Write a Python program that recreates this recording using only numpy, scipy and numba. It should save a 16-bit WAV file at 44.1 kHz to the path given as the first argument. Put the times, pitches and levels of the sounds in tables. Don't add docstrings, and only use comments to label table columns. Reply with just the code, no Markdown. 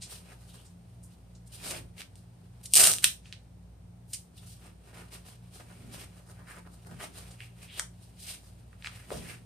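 import sys
import numpy as np
from scipy import signal
from scipy.fft import rfft, irfft
from scipy.io import wavfile
from numba import njit

SR = 44100
rng = np.random.default_rng(int(sys.argv[2]) if len(sys.argv) > 2 else 0)


def log_audio(samples):
    frames = np.atleast_2d(samples).T
    limited = np.clip(frames, -1, 1)
    pcm = np.round(limited * 32767).astype(np.int16)
    wavfile.write(sys.argv[1], SR, pcm)


N = 416744
T = np.arange(N) / SR

# mean f/Hz, mean level/dB
MOTOR_LINES = [(58.1, -58), (93, -64), (96.8, -61.5), (115.8, -61), (118.0, -58), (173.7, -61),
               (177.1, -63)]
# f/Hz, gain/dB
AIR_COLOUR = [(20, -30), (38, -20), (55, 1), (75, 0.5), (130, -2), (200, -5), (300, -14), (500, -17),
              (750, -18), (1100, -27), (2000, -32), (5000, -36), (14500, -43)]
# f/Hz, t60/s
ROOM_DECAY = [(150, 1), (600, 0.25), (2000, 0.2), (5000, 0.22), (12000, 0.21)]
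# f/Hz, gain/dB
MIC_RESPONSE = [(6500, -0.5), (7600, 0), (8500, 5.5), (9500, 8.5), (10150, -2), (10900, -5), (12000, 1),
                (14500, -2)]
# peak t/s, level/dB, rise/s, fall/s, centre f/Hz, width/octaves
PADDING_BUMPS = [(1.725, -46, 0.023, 0.05, 302, 2.4), (1.78, -48, 0.12, 0.057, 80, 1.93),
                 (5.91, -51.5, 0.11, 0.06, 104, 2.3), (6.94, -49.5, 0.038, 0.052, 126, 1.3),
                 (9.12, -35.5, 0.005, 0.011, 400, 1.46), (9.16, -47, 0.014, 0.019, 476, 1.1),
                 (9.135, -42.5, 0.024, 0.081, 95, 2.16)]
# peak t/s, level/dB, rise/s, fall/s, centre f/Hz, width/octaves
SCUFF_CONTACTS = [(0.029, -42.5, 0.009, 0.023, 4950, 1.4), (0.50, -61.5, 0.0084, 0.025, 3400, 0.45),
                  (0.60, -63, 0.026, 0.021, 3070, 0.35), (0.665, -61, .012, 0.019, 6340, 0.86),
                  (1.037, -57.5, 0.005, 0.024, 8500, 0.91), (1.353, -58.5, 0.0024, 0.014, 5300, 0.89),
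                  (1.478, -59.5, 0.0092, 0.0089, 7000, 1.5), (1.713, -36.5, 0.015, 0.0092, 6000, 1.7),
                  (2.158, -65.5, .002, 0.016, 7000, 1.2), (2.641, -49, 0.0059, 0.012, 7400, 2.7),
                  (2.659, -41, 0.0032, 0.006, 5960, 1.78), (3.04, -34.5, 0.011, 0.0086, 6470, 5.1),
                  (3.265, -61.5, 0.021, 0.089, 2960, 2.4), (3.335, -52.5, .005, 0.0085, 2890, 1.7),
                  (4.135, -53.5, 0.028, 0.052, 8500, 2.6), (4.136, -33, 0.0029, 0.011, 6300, 1.5),
                  (4.139, -45.5, 0.0042, 0.0081, 3100, 0.6), (4.381, -55.5, 0.0023, 0.011, 3460, 0.4),
                  (6.473, -62, .0015, 0.016, 1570, 1.1), (6.652, -57, 0.00091, .008, 1180, 0.88),
                  (7.005, -42, 0.0039, 0.015, 1360, 1.27), (7.314, -55, 0.0047, 0.012, 5700, 1.2),
                  (7.42, -52.5, 0.018, 0.037, 2400, 0.59), (7.71, -54, 0.024, .025, 2740, 0.69),
                  (7.772, -51, 0.034, 0.022, 3300, 0.38), (8.729, -68.5, .001, .02, 1500, 2.3),
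                  (8.872, -46.5, 0.021, 0.013, 2400, 2.6)]
# t/s, peak level/dB, centre f/Hz, width/octaves
STIFF_TICKS = [(1.980, -36, 3020, 1.45), (2.006, -27, 2650, 1.7), (2.017, -27, 2610, 2),
               (2.155, -40, 4500, 2), (3.256, -43, 2840, 0.44), (3.325, -24, 3100, 1.4),
               (4.379, -42, 4500, 2.3), (4.972, -39, 1100, 2.2), (6.470, -49, 1600, 1.5),
               (6.651, -54, 1200, 1.2), (6.848, -48, 1490, 2), (7.404, -29, 2080, 1.0),
               (7.7952, -19.5, 1330, 1.54), (7.7954, -13, 6630, 0.84), (8.729, -43.5, 1375, 1.1),
               (8.823, -34.5, 2670, 1.1), (8.845, -24, 1900, 1.05), (8.859, -26, 2220, 0.44),
               (8.871, -21, 2050, 1.5), (9.104, -26, 745, 1.6), (9.116, -28, 420, 1.15)]
# t of top speed/s, rise/s, fall/s, level/dB, padding rub level/dB, weave ribs at top speed/(1/s)
FABRIC_STROKES = [(0.12, 0.014, 0.03, -47.5, -58.5, 3650), (0.316, .02, 0.013, -60, -56.5, 1700),
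                  (0.55, 0.14, 0.081, -65.5, -89, 4100), (0.945, .015, 0.0092, -70.5, -77, 3400),
                  (1.135, .018, 0.011, -66, -81, 3500), (1.548, 0.014, 0.025, -49.5, -64, 3570),
                  (1.66, 0.026, 0.047, -44.5, -50, 3150), (1.716, 0.011, 0.015, -48, -45, 1700),
                  (1.778, 0.021, 0.01, -48, -54.5, 2750), (2.01, 0.019, 0.0098, -50.5, -57.5, 2700),
                  (2.19, 0.016, 0.014, -65.5, -76, 4100), (4.385, 0.015, .02, -59.5, -84, 4000),
                  (4.51, .03, 0.034, -54.5, -77.5, 4000), (4.67, 0.046, 0.023, -65.5, -62.5, 2700),
                  (4.885, .01, 0.019, -63.5, -59, 2600), (4.961, 0.015, 0.044, -59.5, -54.5, 2230),
                  (5.14, 0.014, 0.02, -52.5, -56.5, 3100), (5.278, 0.02, 0.032, -58.5, -62, 3300),
                  (5.55, 0.017, .04, -57, -60, 3640), (5.61, 0.011, 0.0087, -64, -55, 1300),
                  (5.71, 0.0091, 0.011, -77, -58.5, 1600), (5.81, 0.12, 0.07, -66, -67.5, 2400),
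                  (5.941, 0.02, .03, -51.5, -53, 3100), (6.005, .02, 0.026, -53.5, -57.5, 2700),
                  (6.30, 0.023, 0.013, -61.5, -58, 5500), (6.41, .028, 0.018, -68, -59, 1040),
                  (6.52, 0.026, 0.034, -55.5, -58, 1480), (6.58, 0.017, 0.0075, -64, -51, 1300),
                  (6.67, 0.0055, 0.0094, -87, -57, 4600), (6.735, 0.017, 0.016, -64.5, -65, 4800),
                  (6.871, 0.014, 0.019, -61.5, -58, 6000), (6.92, 0.026, 0.025, -72, -58, 2400),
                  (7.029, 0.023, 0.022, -50, -50, 2500), (7.191, 0.032, 0.023, -52, -55.5, 3300),
                  (7.30, 0.032, 0.038, -59.5, -61, 2950), (7.43, 0.026, 0.03, -58.5, -65, 3000),
                  (7.637, 0.021, 0.022, -56.5, -63.5, 2500), (7.785, 0.029, 0.017, -50, -58.5, 2800),
                  (8.06, 0.047, 0.022, -64.5, -75, 3800), (8.215, 0.019, 0.056, -52, -82, 3750),
                  (8.312, 0.034, 0.023, -44.5, -59, 3200), (8.46, 0.046, 0.031, -63, -68, 3900),
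                  (8.969, 0.067, 0.041, -58.5, -63, 2270), (9.155, 0.034, 0.046, -48, -50, 3140),
                  (9.29, 0.061, 0.039, -53.5, -58.5, 2050)]
# start t/s, end t/s, mean level/dB
CLOTH_STIRRING = [(0.0, 0.66, -69.5), (0.713, 2.62, -80), (4.355, 9.45, -74)]
# f/Hz, gain/dB
HISS_COLOUR = [(2000, -26.5), (4000, -2.5), (5200, 1), (7000, -1.5), (9500, -0.5), (14500, -5.5)]
# f/Hz, gain/dB
RUB_COLOUR = [(40, -41.5), (120, -22), (300, -1), (650, -1.5), (1000, -1.5), (1600, -5), (2400, -17),
              (6000, -29.5)]
# t/s, mean level/dB
STRAP_PULL = [(2.70, -70.5), (2.733, -46), (2.764, -22.5), (2.785, -25), (2.806, -22), (2.825, -26.5),
              (2.88, -27.5), (2.935, -38.5), (3.01, -62)]
# t/s, level over 1 ms/dB, spread/ms
HOOK_BUNCHES = [(2.737, -13, .25), (2.743, -18.5, .6), (2.7550, -14, .35), (2.7631, -16.5, 0.32),
                (2.7706, -15.5, 1.46), (2.776, -14, 0.7), (2.7823, -19.5, 0.91), (2.7985, -16, 0.37),
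                (2.8042, -18.5, 1.7), (2.812, -19.5, 1.2), (2.8394, -13, 0.92), (2.8433, -15, .4),
                (2.8541, -19, 0.32), (2.866, -19.5, 0.56), (2.8724, -16, 1.5), (2.9115, -30, 0.59),
                (2.9166, -25.5, 0.53), (2.9372, -26, 0.18), (2.9848, -34.5, .15), (3.0431, -10.5, .95),
                (7.7953, -33, 1.14)]
# f/Hz, gain/dB
HOOK_COLOUR = [(300, -44.5), (1500, -30.5), (2300, -11), (2900, 0.5), (3900, -1.5), (5400, 2.5),
               (7000, 2.5), (8300, 4), (11000, 0), (14500, -2.5)]
# f/Hz, gain/dB
BACKING_COLOUR = [(200, -58.5), (650, -35.5), (1100, -12), (1650, -2.5), (2100, -6.5), (2800, 1.5),
                  (3400, 0.5), (4200, -2), (5000, -13.5), (5900, -0.5), (7000, -18), (12000, -45)]
# f/Hz, gain/dB
PAD_COLOUR = [(30, -28), (70, -6), (150, -1), (250, -11), (350, -5.5), (520, -4.5), (630, 4), (850, -3),
              (1300, 0.5), (2400, -6.5), (5000, -23), (12000, -37.5)]

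TOP_HZ = 14600
PITCH_SAG_SHARE, USUAL_RIBS_HZ = 0.184, 2820
RASP_DB, RASP_DB_PER_OCTAVE = -2, -11
PEEL_START_S, PEEL_END_S = 2.733, 2.97
HOOKS_PER_S, PULL_REF_DB, DOUBLING_DB = 2500, -23, 14
JERK_DB, JERKS_PER_S = 1.46, 420
FLAP_DB, FLAP_DB_PER_DOUBLING = 9, 4.5


def undb(db):
    return np.exp(np.asarray(db) * (np.log(10) / 20))


def unit(x):
    return x / np.sqrt(np.mean(x ** 2) + 1e-18)


def colour(x, points, size=1024):
    hz, db = np.transpose(points)
    grid_hz = np.maximum(np.arange(size // 2 + 1) * SR / size, 1)
    gain_db = np.interp(np.log(grid_hz), np.log(hz), db)
    cepstrum = irfft(np.log(undb(gain_db)))
    cepstrum[1:size // 2] *= 2
    cepstrum[size // 2 + 1:] = 0
    response = irfft(np.exp(rfft(cepstrum)))
    return signal.oaconvolve(x, response[None], axes=1)[:, :x.shape[1]]


def band(x, hz, octaves):
    edges_hz = hz * 2 ** (np.array([-.5, .5]) * octaves)
    edges_hz = np.minimum(edges_hz, [SR / 3, SR / 2 - 1000])
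    return signal.sosfilt(signal.butter(2, edges_hz, "band", fs=SR, output="sos"), x + 1e-18)


def highpass(x, hz):
    return signal.sosfilt(signal.butter(1, hz, "high", fs=SR, output="sos"), x)


@njit
def resonance(x, hz, width):
    y, b, low = np.empty(len(x)), 0., 0.
    for i in range(len(x)):
        g = np.tan(np.pi * hz[i] / SR)
        v = (b + g * (x[i] - low)) / (1 + g * (g + width))
        b, low, y[i] = 2 * v - b, low + 2 * g * v, width * v
    return y


def add(out, s, x):
    i = int(s * SR)
    out[:, i:i + x.shape[1]] += x[:, :N - i]


def walk(rate):
    step = int(SR / rate)
    count = N // step + 2
    return 1.2 * np.interp(T, np.arange(count) * step / SR, rng.standard_normal(count))


def snaps(at, size, length, lag_samples=1.3):
    out = np.zeros((2, length))
    lag = np.round(lag_samples * rng.standard_normal(len(at))).astype(int)
    np.add.at(out[0], np.clip(at, 0, length - 1), size)
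    np.add.at(out[1], np.clip(at + lag, 0, length - 1), size)
    return out


def crackle(rate, scatter_db, lag_samples=1.6):
    share = np.clip(rate / SR, 1e-4, 1) * np.ones(N)
    at = np.flatnonzero(rng.random(N) < share)
    sign = rng.choice([-1, 1], len(at))
    size = sign * undb(scatter_db * rng.standard_normal(len(at)).clip(-2, 2))
    return unit(snaps(at, size / np.sqrt(share[at]), N, lag_samples))


def background(waver_hz=0.695, waver_db=2.0):
    hum = np.zeros(N)
    for hz, db in MOTOR_LINES:
        level = undb(db + waver_db * walk(5.1))
        phase = 2 * np.pi * np.cumsum(hz + waver_hz * walk(9)) / SR
        hum += level * np.sqrt(2) * np.sin(phase)
    mid, side = rng.standard_normal((2, N))
    side = 0.055 * side + 0.93 * highpass(side, 450)
    air = colour(mid + np.array([side, -side]), AIR_COLOUR, size=8192)
    return hum + undb(-57.5) * unit(air)


def room(x, early_db=-9, tail_db=-5, gap_s=0.0039):
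    t = T[:SR // 2]
    hz, t60_s = np.transpose(ROOM_DECAY)
    f, when, cells = signal.stft(rng.standard_normal((2, len(t))), SR)
    decay = np.exp(-np.log(1000) * when / np.interp(np.log(f + 1), np.log(hz), t60_s)[:, None])
    tail = signal.istft(cells * decay, SR)[1][:, :len(t)] * (t > gap_s)
    side = highpass(tail[1], 300)
    tail = tail[0] + np.array([side, -side])
    early = rng.standard_normal((2, len(t))) * np.exp(-t / 0.0029)
    response = (undb(early_db) * unit(early) + undb(tail_db) * unit(tail)) / np.sqrt(len(t))
    return x + signal.oaconvolve(x, response, axes=1)[:, :N]


def contacts(table, grains):
    out = np.zeros((2, N))
    for s, db, rise_s, fall_s, hz, octaves in table:
        span = slice(max(int((s - .2) * SR), 0), int((s + .5) * SR))
        t = T[span] - s
        swell = np.exp(np.where(t < 0, -.5 * (t / rise_s) ** 2, -t / fall_s))
        out[:, span] += unit(band(grains[:, span], hz, octaves)) * swell * undb(db)
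    return out


def bumps():
    return contacts(PADDING_BUMPS, crackle(3000, scatter_db=4.5, lag_samples=14.0))


def scuffs():
    return contacts(SCUFF_CONTACTS, crackle(4000, scatter_db=3.5, lag_samples=0.84))


def ticks(chatter_db=-19, chatter_s=0.00077, onset_lag_s=0.001058, size=1024):
    out = np.zeros((2, N))
    for s, db, hz, octaves in STIFF_TICKS:
        chatter = rng.standard_normal((2, size)) * np.exp(-T[:size] / chatter_s)
        pulse = band(signal.unit_impulse(size) + undb(chatter_db) * chatter, hz, octaves)
        add(out, s + onset_lag_s, undb(db) * pulse / np.abs(pulse).max())
    return out


def sliding(stir_rub_db=-0.5, stir_wander_db=3, fade_s=0.034):
    t = T[::SR // 500]
    stir = np.zeros(len(t))
    for start_s, end_s, db in CLOTH_STIRRING:
        outside_s = np.abs(t - np.clip(t, start_s, end_s))
        stir += undb(db) * np.exp(-outside_s / fade_s)
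    stir = stir * undb(stir_wander_db * np.interp(t, T, walk(12))) + 1e-9
    power = stir ** 2
    rub_power = (stir * undb(stir_rub_db)) ** 2
    pitch_sum = power * USUAL_RIBS_HZ
    for s, rise_s, fall_s, db, rub_db, ribs_hz in FABRIC_STROKES:
        away = np.exp(np.where(t < s, (t - s) / rise_s, (s - t) / fall_s))
        speed = 2 * away / (1 + away ** 2)
        stroke = (undb(db) * speed) ** 2
        power = power + stroke
        rub_power = rub_power + (undb(rub_db) * speed) ** 2
        pitch_sum = pitch_sum + stroke * ribs_hz * (1 - PITCH_SAG_SHARE * (1 - speed))
    controls = np.sqrt(power), np.sqrt(rub_power), pitch_sum / power
    return [np.interp(T, t, control) for control in controls]


def fabric(rasp_width=1.0, hiss_db=-0.24, rub_db=0.5, crease_db=-13):
    gain, rub_gain, ribs_hz = sliding()
    rasp_gain = gain * undb(RASP_DB + RASP_DB_PER_OCTAVE * np.log2(ribs_hz / USUAL_RIBS_HZ))
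    threads = crackle(2200, scatter_db=-1.0, lag_samples=2.7)
    once = [resonance(port, ribs_hz, rasp_width) for port in threads]
    rasp = np.array([resonance(port, ribs_hz, rasp_width) for port in once])
    hiss = colour(crackle(7000, scatter_db=2.5), HISS_COLOUR)
    rub = colour(crackle(500, scatter_db=2.0, lag_samples=8.9), RUB_COLOUR)
    creases = unit(band(crackle(35, scatter_db=1), hz=1992, octaves=4.3))
    swish = rasp_gain * unit(rasp) + gain * undb(hiss_db) * unit(hiss)
    padding = rub_gain * (undb(rub_db) * unit(rub) + undb(crease_db) * creases)
    return (swish + padding) * undb(2.1 * walk(70))


def peeled(s):
    return np.clip((s - PEEL_START_S) / (PEEL_END_S - PEEL_START_S), 1e-2, 1)


def bunch(spread_ms, length, count=40):
    scatter, size = rng.standard_normal((2, count))
    at = (length / 2 + scatter * spread_ms * SR / 1000).astype(int)
    spectrum = rfft(snaps(at, size, length, lag_samples=0.97))
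    crack = irfft(spectrum / (np.abs(spectrum) + 1e-9) ** .75, length)
    return unit(crack) * np.sqrt(SR / 1000 / length)


def strap(hook_db=5.0, size=1024):
    pull_db = np.interp(T, *np.transpose(STRAP_PULL), left=-200, right=-200)
    pull_db = pull_db + JERK_DB * walk(JERKS_PER_S)
    rate = HOOKS_PER_S * 2 ** ((pull_db - PULL_REF_DB) / DOUBLING_DB)
    hooks = crackle(rate, scatter_db=3.5) * undb(pull_db)
    pad = hooks * np.sin(np.pi * peeled(T))
    backing = np.zeros((2, N))
    for s, db, spread_ms in HOOK_BUNCHES:
        flap_db = FLAP_DB + FLAP_DB_PER_DOUBLING * np.log2(peeled(s))
        start_s = s - size / 2 / SR
        add(hooks, start_s, bunch(spread_ms, size) * undb(db))
        add(backing, start_s, bunch(spread_ms, size) * undb(db + flap_db))
    tape = colour(hooks, HOOK_COLOUR) + colour(pad, PAD_COLOUR)
    return undb(hook_db) * tape + colour(backing, BACKING_COLOUR)


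def scene():
    hands = bumps() + scuffs() + ticks() + fabric() + strap()
    balance_db = np.array([[-.5], [.4]])
    return background() + room(hands) * undb(balance_db)


def record(dry):
    rounded = np.tanh(1.15 * colour(dry, MIC_RESPONSE)) / 1.15
    return signal.sosfilt(signal.ellip(10, .2, 70, TOP_HZ, fs=SR, output="sos"), rounded)


dry = scene()
out = record(dry)
log_audio(out)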